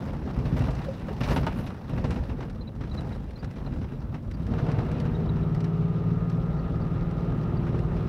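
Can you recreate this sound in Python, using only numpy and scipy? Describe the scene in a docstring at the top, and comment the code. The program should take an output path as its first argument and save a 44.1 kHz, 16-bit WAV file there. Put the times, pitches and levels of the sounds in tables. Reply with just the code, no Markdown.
"""Car on a timber bridge, then gravel

Heard from the bonnet, a six-cylinder car coasts over a timber bridge: the tyres drum and knock on the planks,
and the body rattles and squeaks. At 4.5 s the scene changes to the car pulling gently along a gravel road: the
engine drones, the tyres roar, stones tick under the body and wind buffets the microphone. The sound is dull and
nearly mono, and the camera case around the microphone rings in the treble."""
import sys
import numpy as np
from scipy import signal
from scipy.io import wavfile

SR = 44100
rng = np.random.default_rng(int(sys.argv[2]) if len(sys.argv) > 2 else 0)


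def digitize_waveform(pressure):
    """Quantize a signal to 16-bit integers and store it at the path in sys.argv[1].

    Rows of a 2-D input are taken as channels; values are limited to [-1, 1].
    """
    field = np.atleast_2d(pressure).T
    bounded = np.clip(field, -1, 1)
    quanta = np.round(bounded * 32767).astype(np.int16)
    wavfile.write(sys.argv[1], SR, quanta)


N = 356636
TIME = np.arange(N) / SR
GRAVEL_FROM_S = 4.48

# Levels in the tables are relative: the functions add their own gains.
# A ring_s is the time a sound takes to fade by 60 dB.

# Tone colours, or how strong each noise is from low to high: pitch_hz, level_db
HISS_COLOUR = [(3000, 1), (8000, -8), (12000, -4), (15500, -1)]
GRAVEL_COLOUR = [(20, -27), (32, -8.5), (45, -4), (75, -6), (100, -8.5), (150, -6), (240, -12.5),
                 (320, -21.5), (620, -26.8), (1000, -33.8), (1400, -38), (2000, -45.5), (4600, -58.8),
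                 (8000, -80.5), (15000, -76)]
TICK_COLOUR = [(600, -12), (1500, 13), (3000, -1), (6000, -0.5), (8000, -30), (11500, -2), (15500, -37.5)]
BRIDGE_COLOUR = [(12, -42), (20, -8), (53, -1.5), (129, -3.5), (245, -5.5), (315, -15.3), (519, -21),
                 (614, -23.5), (1040, -24.5), (1200, -28.5), (2840, -40.5), (4400, -44), (6020, -49.5),
                 (8640, -76), (11100, -39), (15500, -77.5)]
CLATTER_COLOUR = [(300, 1), (600, -4), (1000, -10), (2000, -9.5), (2900, -17), (5500, -23), (8000, -49.5),
                  (11500, -38), (15500, -58)]

# Loudness along the gravel road: time_s, wind_db, drum_db, roar_db
GRAVEL_LEVELS = [(4.5, -33, -33, -46.5), (4.75, -35, -31, -43.5), (5.0, -33, -33, -44.5),
                 (5.33, -33.5, -36, -47.5), (5.93, -36, -38, -49), (6.7, -33.5, -36, -48),
                 (7.13, -34.5, -35.5, -47.7), (7.8, -31.5, -32.5, -45.7)]
# Engine speed, counted in full four-stroke cycles: time_s, speed_hz
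ENGINE_SPEED = [(4.45, 17.53), (4.75, 17.64), (5, 17.92), (5.6, 18.3), (6, 18.6), (6.6, 18.87), (7, 19.03),
                (7.2, 19.06), (8.09, 19.41)]
# How hard the engine pulls: time_s, drone_db, howl_db
ENGINE_LOAD = [(4.45, -1.5, -2), (5.1, 1, 2.5), (6.3, 0, 0.5), (7.3, 0, 2), (8.09, 0, 2)]
# Tones of the engine's drone and its air intake's howl. Each is a multiple of the engine speed and
# swells where it meets a resonance: multiple, level_db, swell_speed_hz, swell_width_hz, swell_db
DRONE_TONES = [(6, -36, 18.5, .5, 2), (7, -52, 19.25, .35, 13), (8, -38, 18.6, 1.1, 5),
               (9, -42, 18.45, .85, 13), (10, -55, 18.75, .18, 13), (12, -48, 18, .5, 7),
               (14, -49, 19.1, .4, 3), (18, -50, 19.3, .35, 7), (20, -58, 19.3, .4, 11),
               (21, -60, 18.9, .7, 9), (22, -54, 18.35, .55, 10.5), (24, -58, 18.6, .6, 9),
               (28, -64, 18.95, .35, 11), (38, -66, 18.3, .3, 10), (42, -68, 18.95, .35, 10)]
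HOWL_TONES = [(64, -72, 19.2, .55, 14), (66, -75, 18.75, .55, 21.5), (70, -75, 18.3, .4, 13),
              (72, -75, 18.85, .42, 18)]
# Resonances of the air intake: pitch_hz, half_width_hz, level_db
INTAKE_RESONANCES = [(1230, 50, -0.5), (1358, 32, -2.5)]

# Trim squeaking as the body flexes: start_s, level_db, pitch_hz, length_s
SQUEAK_EVENTS = [(2.611, -47.5, 4030, 0.018), (2.674, -47, 3910, 0.018), (2.913, -46.5, 3930, 0.023),
                 (2.975, -44, 3950, 0.028), (3.128, -53, 3950, .015), (3.36, -48, 4090, 0.014),
                 (3.389, -54, 4650, 0.032), (3.663, -52, 4090, 0.014), (4.338, -56, 4620, .025),
                 (5.151, -49, 3760, 0.015), (5.292, -46, 3830, 0.013), (5.43, -55, 3760, .014),
                 (6.588, -57, 4530, .02), (6.815, -57, 4580, .022), (7.571, -52, 4620, 0.012)]
# Stones and loose fittings ticking: start_s, level_db
TICK_EVENTS = [(0.592, -43), (0.751, -49), (2.106, -42), (2.498, -50), (2.9442, -52), (3.0075, -48),
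               (3.307, -52), (3.4444, -48), (3.511, -53), (4.3125, -48.5), (4.466, -50.5), (4.7154, -44),
               (4.915, -49), (5.0005, -44), (5.547, -48), (5.604, -50), (5.643, -47), (6.2981, -50),
               (7.11, -53), (7.7894, -51)]
# Bouts of buzzing from a small loose metal part: loudest_s, level_db, build_up_s
BUZZ_EVENTS = [(0.58, -67, 0.097), (1.207, -57, 0.013), (1.32, -55.5, 0.097), (1.37, -54, .018),
               (1.59, -57, .06), (1.67, -62, .02), (1.895, -64, .008)]
# The notes that metal part rings at: pitch_hz, level_db
METAL_NOTES = [(9450, -1), (10820, 0), (11100, 4), (12020, 3), (12520, -8), (13050, -6), (14950, -5)]

# How hard the bridge shakes the car: time_s, drum_db, roar_db
BRIDGE_LEVELS = [(0.0, -34, -45), (0.27, -35, -49), (0.42, -31.5, -45.5), (0.7, -33.5, -43.5),
                 (0.87, -39.5, -46), (1.19, -36.5, -45.5), (1.3, -31, -36.5), (1.41, -32.5, -44),
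                 (1.6, -37.5, -44), (1.82, -44, -50), (1.94, -33, -46), (2.13, -32.5, -45.5),
                 (2.24, -37, -48), (2.72, -41, -56.5), (3.05, -36.5, -47.5), (3.3, -42, -54),
                 (3.74, -37.5, -51), (4.3, -40, -55), (4.48, -33.5, -50)]
# The body's rumble compared with the drumming: time_s, offset_db
BODY_RUMBLE = [(0.2, -5), (0.7, -2), (1.3, .5), (3, 1), (4.4, 0)]
# Hollow notes of loose timbers: start_s, level_db, pitch_hz, ring_s
TIMBER_EVENTS = [(0.564, -31, 610, .08), (0.682, -29, 640, 0.077), (0.863, -32, 570, .09),
                 (0.884, -22.5, 537, .11), (1.083, -25.5, 550, .07), (1.108, -27.5, 420, .07),
                 (2.04, -27.5, 485, 0.17)]
# A loose plank slapping the beam under it: start_s, level_db
SLAP_EVENTS = [(1.362, -26), (1.4667, -25)]
# The notes that plank rings at: pitch_hz, level_db, ring_s
PLANK_NOTES = [(644, -5.5, .08), (914, 4, 0.049), (1260, -4, .06), (1464, -2.5, 0.041), (2094, -12, 0.058),
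               (2902, -13, .06)]
# Blows from planks, ruts and stones: start_s, knock_db, thump_db, clatter_db, pitch_hz
KNOCK_EVENTS = [(0.073, -31, -36, -54, 650), (0.143, -32, -38, -56, 1000), (0.217, -31, -32, -57, 550),
                (0.272, -27.5, -37, -51, 900), (0.372, -30, -22, -58, 400), (0.453, -25, -28, -43, 700),
                (0.524, -31, -20.5, -49, 500), (0.565, -22.5, -31, -41, 800), (0.606, -25, -21, -47, 700),
                (0.683, -24, -25, -49, 620), (0.73, -29, -36, -50, 700), (0.815, -31, -42, -47, 900),
                (1.083, -26, -38, -47, 560), (1.206, -19, -26, -36, 850), (1.232, -24, -32, -31.5, 2900),
                (1.284, -21, -25, -36, 1400), (1.31, -21, -25, -35, 1000), (1.362, -17, -25, -34, 1000),
                (1.428, -24, -34, -42.5, 1000), (1.467, -17, -40, -40, 1400), (1.585, -30, -27, -47, 1000),
                (1.663, -30, -36, -41, 900), (1.894, -33, -31, -48, 700), (1.975, -24.5, -29, -44, 700),
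                (2.040, -20.5, -22, -39, 700), (2.105, -26, -32, -42, 1300), (2.158, -28, -27, -46, 1300),
                (2.293, -26, -31, -49, 690), (2.403, -25.5, -37, -46, 900), (2.424, -30, -40, -48, 1400),
                (2.807, -27.5, -35, -47, 1100), (2.835, -31, -34, -50, 1200), (2.976, -29, -35, -54, 1000),
                (3.11, -30, -38, -56, 1100), (3.425, -28, -31, -49, 900), (3.56, -34, -38, -50, 1500),
                (3.661, -27.5, -37, -56, 700), (3.72, -32, -30, -54, 800), (3.812, -32, -32, -52, 1000),
                (4.140, -28.5, -36, -47, 890), (4.40, -36, -28, -56, 600), (4.51, -33, -24, -55, 500),
                (4.533, -25, -36, -49, 700), (4.583, -26, -37, -47, 1600), (4.661, -26, -32, -48, 900),
                (4.685, -23, -26, -46, 1100), (4.784, -22, -26, -45, 1000), (5.05, -27, -30, -48, 1900),
                (7.664, -26, -32, -53, 1500), (7.745, -27, -26, -52, 1200)]
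# The low notes of the suspension and bonnet: pitch_hz, level_db, ring_s
BODY_NOTES = [(59.7, -3, 0.4), (76.6, 4, 0.05), (122.6, 2, 0.16), (145.7, -1.5, 0.22), (187, -.5, 0.07),
              (255, -1.5, 0.17)]

# A slight lean to the left, added to that side and taken from the right: time_s, lean_db
LEFT_LEAN = [(4.5, 0), (5.2, 0.3), (6.7, 0.25), (7.2, 0)]
# Resonances of the camera case: pitch_hz, width_hz, boost_db
CASE_RESONANCES = [(2790, 160, 2.5), (3950, 300, 3), (5900, 500, 3), (7950, 400, 3), (9450, 450, 5),
                   (10900, 600, 4), (12500, 200, 3)]


def from_db(db):
    """Turn decibels into a number to multiply by."""
    return 10 ** (np.asarray(db) / 20)


def unit_level(sound):
    """Scale a sound so that its average level (rms) is 1."""
    return sound / np.sqrt(np.mean(sound ** 2) + 1e-20)


def curves(rows):
    """Join a table's points in time, giving one curve for each column after the first."""
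    times, *columns = np.transpose(rows)
    return [np.interp(TIME, times, column) for column in columns]


def follow(db, offset_db, share):
    """A level curve set apart from another, copying a share of its ups and downs."""
    return db.mean() + offset_db + share * (db - db.mean())


def white_noise():
    """Noise with all pitches equally strong."""
    return rng.standard_normal(N)


def drift(rate_hz):
    """A smooth random wander, about 1 in size; a higher rate wanders faster."""
    step, warm_up = 40, 2000
    keep = np.exp(-2 * np.pi * step * rate_hz / SR)
    noise = rng.standard_normal(N // step + warm_up + 2)
    slow = signal.lfilter([1], [1, -2 * keep, keep * keep], noise)[warm_up:]
    return np.interp(np.arange(N) / step, np.arange(len(slow)), unit_level(slow))


def clicks_at(times, heights):
    """Silence with one click at each time."""
    clicks = np.zeros(N)
    samples = np.round(np.asarray(times) * SR).astype(int)
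    np.add.at(clicks, np.clip(samples, 0, N - 1), heights)
    return clicks


def ring(clicks, hz, ring_s):
    """Each click starts a pure note that fades away."""
    keep = from_db(-60 / (ring_s * SR))
    turn = 2 * np.pi * hz / SR
    return signal.lfilter([0, np.sin(turn)], [1, -2 * keep * np.cos(turn), keep * keep], clicks + 1e-18)


def fade_after(clicks, ring_s):
    """A loudness curve that jumps at each click, then dies away."""
    keep = from_db(-120 / (ring_s * SR))
    return np.sqrt(signal.lfilter([1], [1, -keep], clicks ** 2 + 1e-18))


def jolts(per_s, spread_db, ring_s, share):
    """A bumpy loudness curve: small random hits give a share of the power, the rest is steady."""
    hits = rng.random(N) < per_s / SR
    heights = from_db(spread_db * np.clip(white_noise(), -2, 2))
    bumps = unit_level(fade_after(hits * heights, ring_s))
    return np.sqrt(1 - share + share * bumps ** 2)


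def band(sound, low_hz, high_hz):
    """Keep the part of a sound between two pitches."""
    return signal.sosfilt(signal.butter(2, [low_hz, high_hz], "band", fs=SR, output="sos"), sound)


def resonate(sound, hz, width_hz, boost_db):
    """Make a sound louder around one pitch, or quieter if the boost is negative."""
    near_pitch = signal.lfilter(*signal.iirpeak(hz, hz / width_hz, fs=SR), sound)
    return sound + (from_db(boost_db) - 1) * near_pitch


def colour_gain(colour, hz):
    """How strong a tone colour is at a given pitch."""
    pitches, levels = np.transpose(colour)
    return from_db(np.interp(np.log(hz), np.log(pitches), levels))


def colour_level(colour, low_hz, high_hz):
    """The average level between two pitches of white noise given this colour."""
    return np.sqrt(np.sum(colour_gain(colour, np.arange(low_hz, high_hz)) ** 2) * 2 / SR)


def coloured(colour, noise_for):
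    """Build a tone colour from half-octave bands; noise_for(hz) feeds each band."""
    edges = 22 * 2 ** np.arange(0, 9.6, .5)
    out = 0
    for low, high in zip(edges, edges[1:]):
        hz = np.sqrt(low * high)
        out = out + colour_gain(colour, hz) * band(noise_for(hz), low, high)
    return out


def microphone_hiss():
    """The microphone's own faint, steady hiss."""
    return from_db(-78) * unit_level(coloured(HISS_COLOUR, lambda hz: white_noise()))


def rolling(colour, zones, shake, grit, wander_db):
    """Tyre noise, shaken by jolts and gritty on top. Each zone is low_hz, high_hz, level_db."""
    centres = [np.log(np.sqrt(low * high)) for low, high, db in zones]
    gains = [from_db(db) / colour_level(colour, low, high) for low, high, db in zones]

    def noise_for(hz):
        weights = [np.interp(np.log(hz), centres, row) for row in np.eye(len(zones))]
        level = sum(gain * weight for gain, weight in zip(gains, weights))
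        shaken = 1 + min(hz / 500, 1) * (shake - 1)
        gritty = 1 + min(hz / 4000, 1) * (grit - 1)
        return white_noise() * level * shaken * gritty * from_db(wander_db * drift(15.2))
    return coloured(colour, noise_for)


def wind_and_gravel():
    """Wind buffets the microphone while the tyres crunch over small stones."""
    wind_db, drum_db, roar_db = curves(GRAVEL_LEVELS)
    crunch_db = follow(roar_db, offset_db=-12.5, share=0.85)
    zones = [(30, 100, wind_db), (110, 280, drum_db), (550, 1100, roar_db), (1800, 7000, crunch_db)]
    ruts = jolts(per_s=260, spread_db=-1, ring_s=0.035, share=0.19)
    stones = jolts(per_s=850, spread_db=7, ring_s=0.0048, share=0.33)
    return from_db(-0.1) * rolling(GRAVEL_COLOUR, zones, ruts, stones, wander_db=1.62)


def engine(wobble=0.0006, flutter_db=1, uneven_db=.7, rush_db=-59, throb_at_s=6.011):
    """Six cylinders fire each cycle; being unequal, they add more tones. 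Gears whine, the intake howls."""
    speed_hz, = curves(ENGINE_SPEED)
    drone_db, howl_db = curves(ENGINE_LOAD)
    angle = 2 * np.pi * np.cumsum(speed_hz * (1 + wobble * drift(7))) / SR
    angle -= np.interp(throb_at_s, TIME, angle)
    drone_db += uneven_db * drift(14)   # no two cycles fire equally hard

    def tone(multiple, db):
        # low tones line up into one throb a cycle; the body scatters the higher ones
        scatter = min(multiple / 20, 1) ** 2
        phase = scatter * rng.uniform(-np.pi, np.pi)
        level = from_db(db + flutter_db * np.sqrt(scatter) * drift(13))
        return np.sqrt(2) * level * np.sin(multiple * angle + phase)

    # the gears whine as the drive takes up, then fade from 5.2 s on
    whine_db = -45.5 - 40.5 * np.maximum(TIME - 5.2, 0)
    out = tone(multiple=26.55, db=whine_db)
    for tones, load_db in ((DRONE_TONES, drone_db), (HOWL_TONES, howl_db)):
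        for multiple, db, swell_speed_hz, width_hz, swell_db in tones:
            nearness = np.exp(-((speed_hz - swell_speed_hz) / width_hz) ** 2)
            out += tone(multiple, db + load_db + swell_db * nearness)
    # air rushing in rings the intake too
    rush = sum(from_db(db) * band(white_noise(), hz - half_width, hz + half_width)
               for hz, half_width, db in INTAKE_RESONANCES)
    return out + from_db(rush_db + howl_db) * unit_level(rush)


def trim_squeaks(gain_db=-2.5, arch=0.025, waver=0.014, scratch_db=2.5):
    """Trim sticks and slips, making short tones that rise and fall in pitch."""
    out = np.zeros(N)
    unsteady = waver * drift(300)
    grip = from_db(scratch_db * drift(300))
    for start_s, db, hz, length_s in SQUEAK_EVENTS:
        span = (TIME > start_s - .002) & (TIME < start_s + length_s)
        swell = np.sin(np.pi * np.linspace(0, 1, span.sum()) ** 0.57).clip(0)
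        looseness = from_db(.6 * (-45 - db))   # fainter squeaks hold their pitch less well
        pitch_hz = hz * (1 + arch * (swell - .5) + unsteady[span] * looseness)
        tone = np.sin(2 * np.pi * np.cumsum(pitch_hz) / SR)
        out[span] += from_db(db + gain_db) * swell * grip[span] * tone
    return out


def ticks(gain_db=-3.5, ring_s=0.045, variety_db=2, top_hz=12300):
    """Stones and loose fittings hit the body and chatter briefly, each with its own colour."""
    start_s, level_db = np.transpose(TICK_EVENTS)
    chatter = jolts(per_s=430, spread_db=1, ring_s=0.0072, share=0.13)

    def noise_for(hz):
        heights = from_db(level_db + gain_db - variety_db * rng.standard_normal(len(start_s)))
        return white_noise() * chatter * fade_after(clicks_at(start_s, heights), ring_s) * (hz > 500)
    ticking = coloured(TICK_COLOUR, noise_for) / colour_level(TICK_COLOUR, 3000, 12000)
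    return signal.sosfilt(signal.butter(6, top_hz, fs=SR, output="sos"), ticking)


def metal_buzz(gain_db=-3, ring_s=.02, fizz_db=-6, rise_db=22.5, fade_stretch=1.2):
    """A small loose metal part buzzes against its seat in bouts that build up and die away."""
    bouts = 0
    for loudest_s, db, build_up_s in BUZZ_EVENTS:
        distance = np.maximum(loudest_s - TIME, (TIME - loudest_s) / fade_stretch).clip(0, 1)
        bouts = bouts + from_db(db - rise_db * distance / build_up_s)
    contacts = white_noise() * jolts(per_s=410, spread_db=12, ring_s=0.0033, share=0.54)
    ringing = unit_level(sum(ring(contacts * from_db(db), hz, ring_s) for hz, db in METAL_NOTES))
    fizz = unit_level(band(band(contacts, 10300, 13500), 10300, 13500))
    return from_db(gain_db) * bouts * (ringing + from_db(fizz_db) * fizz)


def bridge_drumming():
    """The tyres drum over the planks, loose fittings rattle and the bonnet booms."""
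    drum_db, roar_db = curves(BRIDGE_LEVELS)
    rumble_db = drum_db + curves(BODY_RUMBLE)[0]
    rattle_db = follow(roar_db, offset_db=-12.3, share=1.05)
    zones = [(40, 100, rumble_db), (110, 280, drum_db), (500, 2500, roar_db), (1800, 7000, rattle_db)]
    planks = jolts(per_s=110, spread_db=2.5, ring_s=0.05, share=0.45)
    grit = jolts(per_s=150, spread_db=3.5, ring_s=0.018, share=0.25)
    out = from_db(-.5) * rolling(BRIDGE_COLOUR, zones, planks, grit, wander_db=1.98)
    out = resonate(out, hz=526, width_hz=106, boost_db=3)
    out = resonate(out, hz=59.6, width_hz=23, boost_db=3)
    return resonate(out, hz=140, width_hz=34, boost_db=4.5)


def hollow_timbers(rise_s=0.0022):
    """A tyre presses a loose timber rather than striking it, so its hollow note swells, then dies."""
    out = np.zeros(N)
    for start_s, db, hz, ring_s in TIMBER_EVENTS:
        swell = 1 - np.exp(-np.clip(TIME - start_s, 0, .1) / rise_s)
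        out += swell * ring(clicks_at([start_s], from_db(db)), hz, ring_s)
    return out


def plank_slaps(crack_db=-1.5, contact_count=3, bounce_s=.0068, bounce_loss_db=4):
    """A plank cracks against its beam and bounces; each contact sets it ringing again."""
    contacts = [(start_s + bounce_s * bounce * rng.uniform(.85, 1.15), db - bounce_loss_db * bounce)
                for start_s, db in SLAP_EVENTS for bounce in range(contact_count)]
    times, level_db = np.transpose(contacts)
    crack_noise = band(band(white_noise(), 500, 4200), 500, 4200)
    out = from_db(crack_db) * crack_noise * fade_after(clicks_at(times, from_db(level_db)), ring_s=.016)
    for hz, note_db, ring_s in PLANK_NOTES:
        signs = rng.choice([-1, 1], len(times))
        out += ring(clicks_at(times, signs * from_db(level_db + note_db - 3)), hz, ring_s)
    return out


def cushioned_blows(times, level_db, ring_s, rise_s=0.0015):
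    """A loudness curve of fading blows, each with its start softened by the tyre."""
    sharp = fade_after(clicks_at(times, from_db(level_db)), ring_s)
    keep = np.exp(-1 / (rise_s * SR))
    return signal.lfilter([1 - keep], [1, -keep], sharp)


def tyre_knocks(knock_gain_db=-10.7, clatter_gain_db=-5.2, thump_gain_db=-2, hollow_db=4):
    """Each blow thumps the body, rings around its own pitch and makes loose parts clatter."""
    start_s, knock_db, thump_db, clatter_db, pitch_hz = np.transpose(KNOCK_EVENTS)
    clatter = cushioned_blows(start_s, clatter_db + clatter_gain_db, ring_s=.14)
    clatter /= colour_level(CLATTER_COLOUR, 1800, 7000)
    wood_level = colour_level(CLATTER_COLOUR, 300, 3000)
    contacts = jolts(per_s=500, spread_db=1.5, ring_s=0.0074, share=0.32)

    def noise_for(hz):
        if hz < 250:
            return np.zeros(N)
        octaves_away = np.log2(hz / pitch_hz)
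        ringing_db = hollow_db * np.exp(-(octaves_away / 0.51) ** 2)
        wood = cushioned_blows(start_s, knock_db + knock_gain_db + ringing_db, ring_s=.115) / wood_level
        clatter_share = np.clip(hz / 1500 - .7, 0, 1)   # wood below, clatter above
        return white_noise() * contacts * (wood + clatter_share * (clatter - wood))
    out = coloured(CLATTER_COLOUR, noise_for)
    out = resonate(out, hz=2850, width_hz=480, boost_db=2)   # the loose parts ring here
    out = resonate(out, hz=1880, width_hz=230, boost_db=-3)
    # every blow lands elsewhere, so each body note gets its own strength and direction
    chance_db, directions = rng.standard_normal((2, len(BODY_NOTES), len(start_s)))
    for (hz, db, ring_s), extra_db, signs in zip(BODY_NOTES, chance_db, np.sign(directions)):
        heights = signs * from_db(thump_db + thump_gain_db + db + extra_db)
        out += ring(clicks_at(start_s, heights), hz, ring_s)
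    return out


def scene():
    """Bridge, then gravel road; left and right hear almost the same."""
    on_road = np.clip((TIME - GRAVEL_FROM_S) / 0.055 + .5, 0, 1)
    car = np.sqrt(1 - on_road) * bridge_drumming()
    car += np.sqrt(on_road) * (wind_and_gravel() + engine())
    car += tyre_knocks() + plank_slaps() + hollow_timbers()
    car += ticks() + trim_squeaks() + metal_buzz()
    car += microphone_hiss()
    lean_db, = curves(LEFT_LEAN)
    return car * from_db([lean_db, -lean_db])


def record(dry):
    """The camera case rings in the treble; the deepest bass and the very top are cut, the ends faded."""
    bottom_hz, top_hz, fade_s = 32, 15750, .003
    out = signal.sosfilt(signal.butter(4, bottom_hz, "high", fs=SR, output="sos"), dry)
    for hz, width_hz, boost_db in CASE_RESONANCES:
        out = resonate(out, hz, width_hz, boost_db)
    out *= np.clip(np.minimum(TIME, TIME[-1] - TIME) / fade_s, 0, 1)
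    return signal.sosfilt(signal.ellip(12, .1, 80, top_hz, fs=SR, output="sos"), out)


dry = scene()
out = record(dry)
digitize_waveform(out)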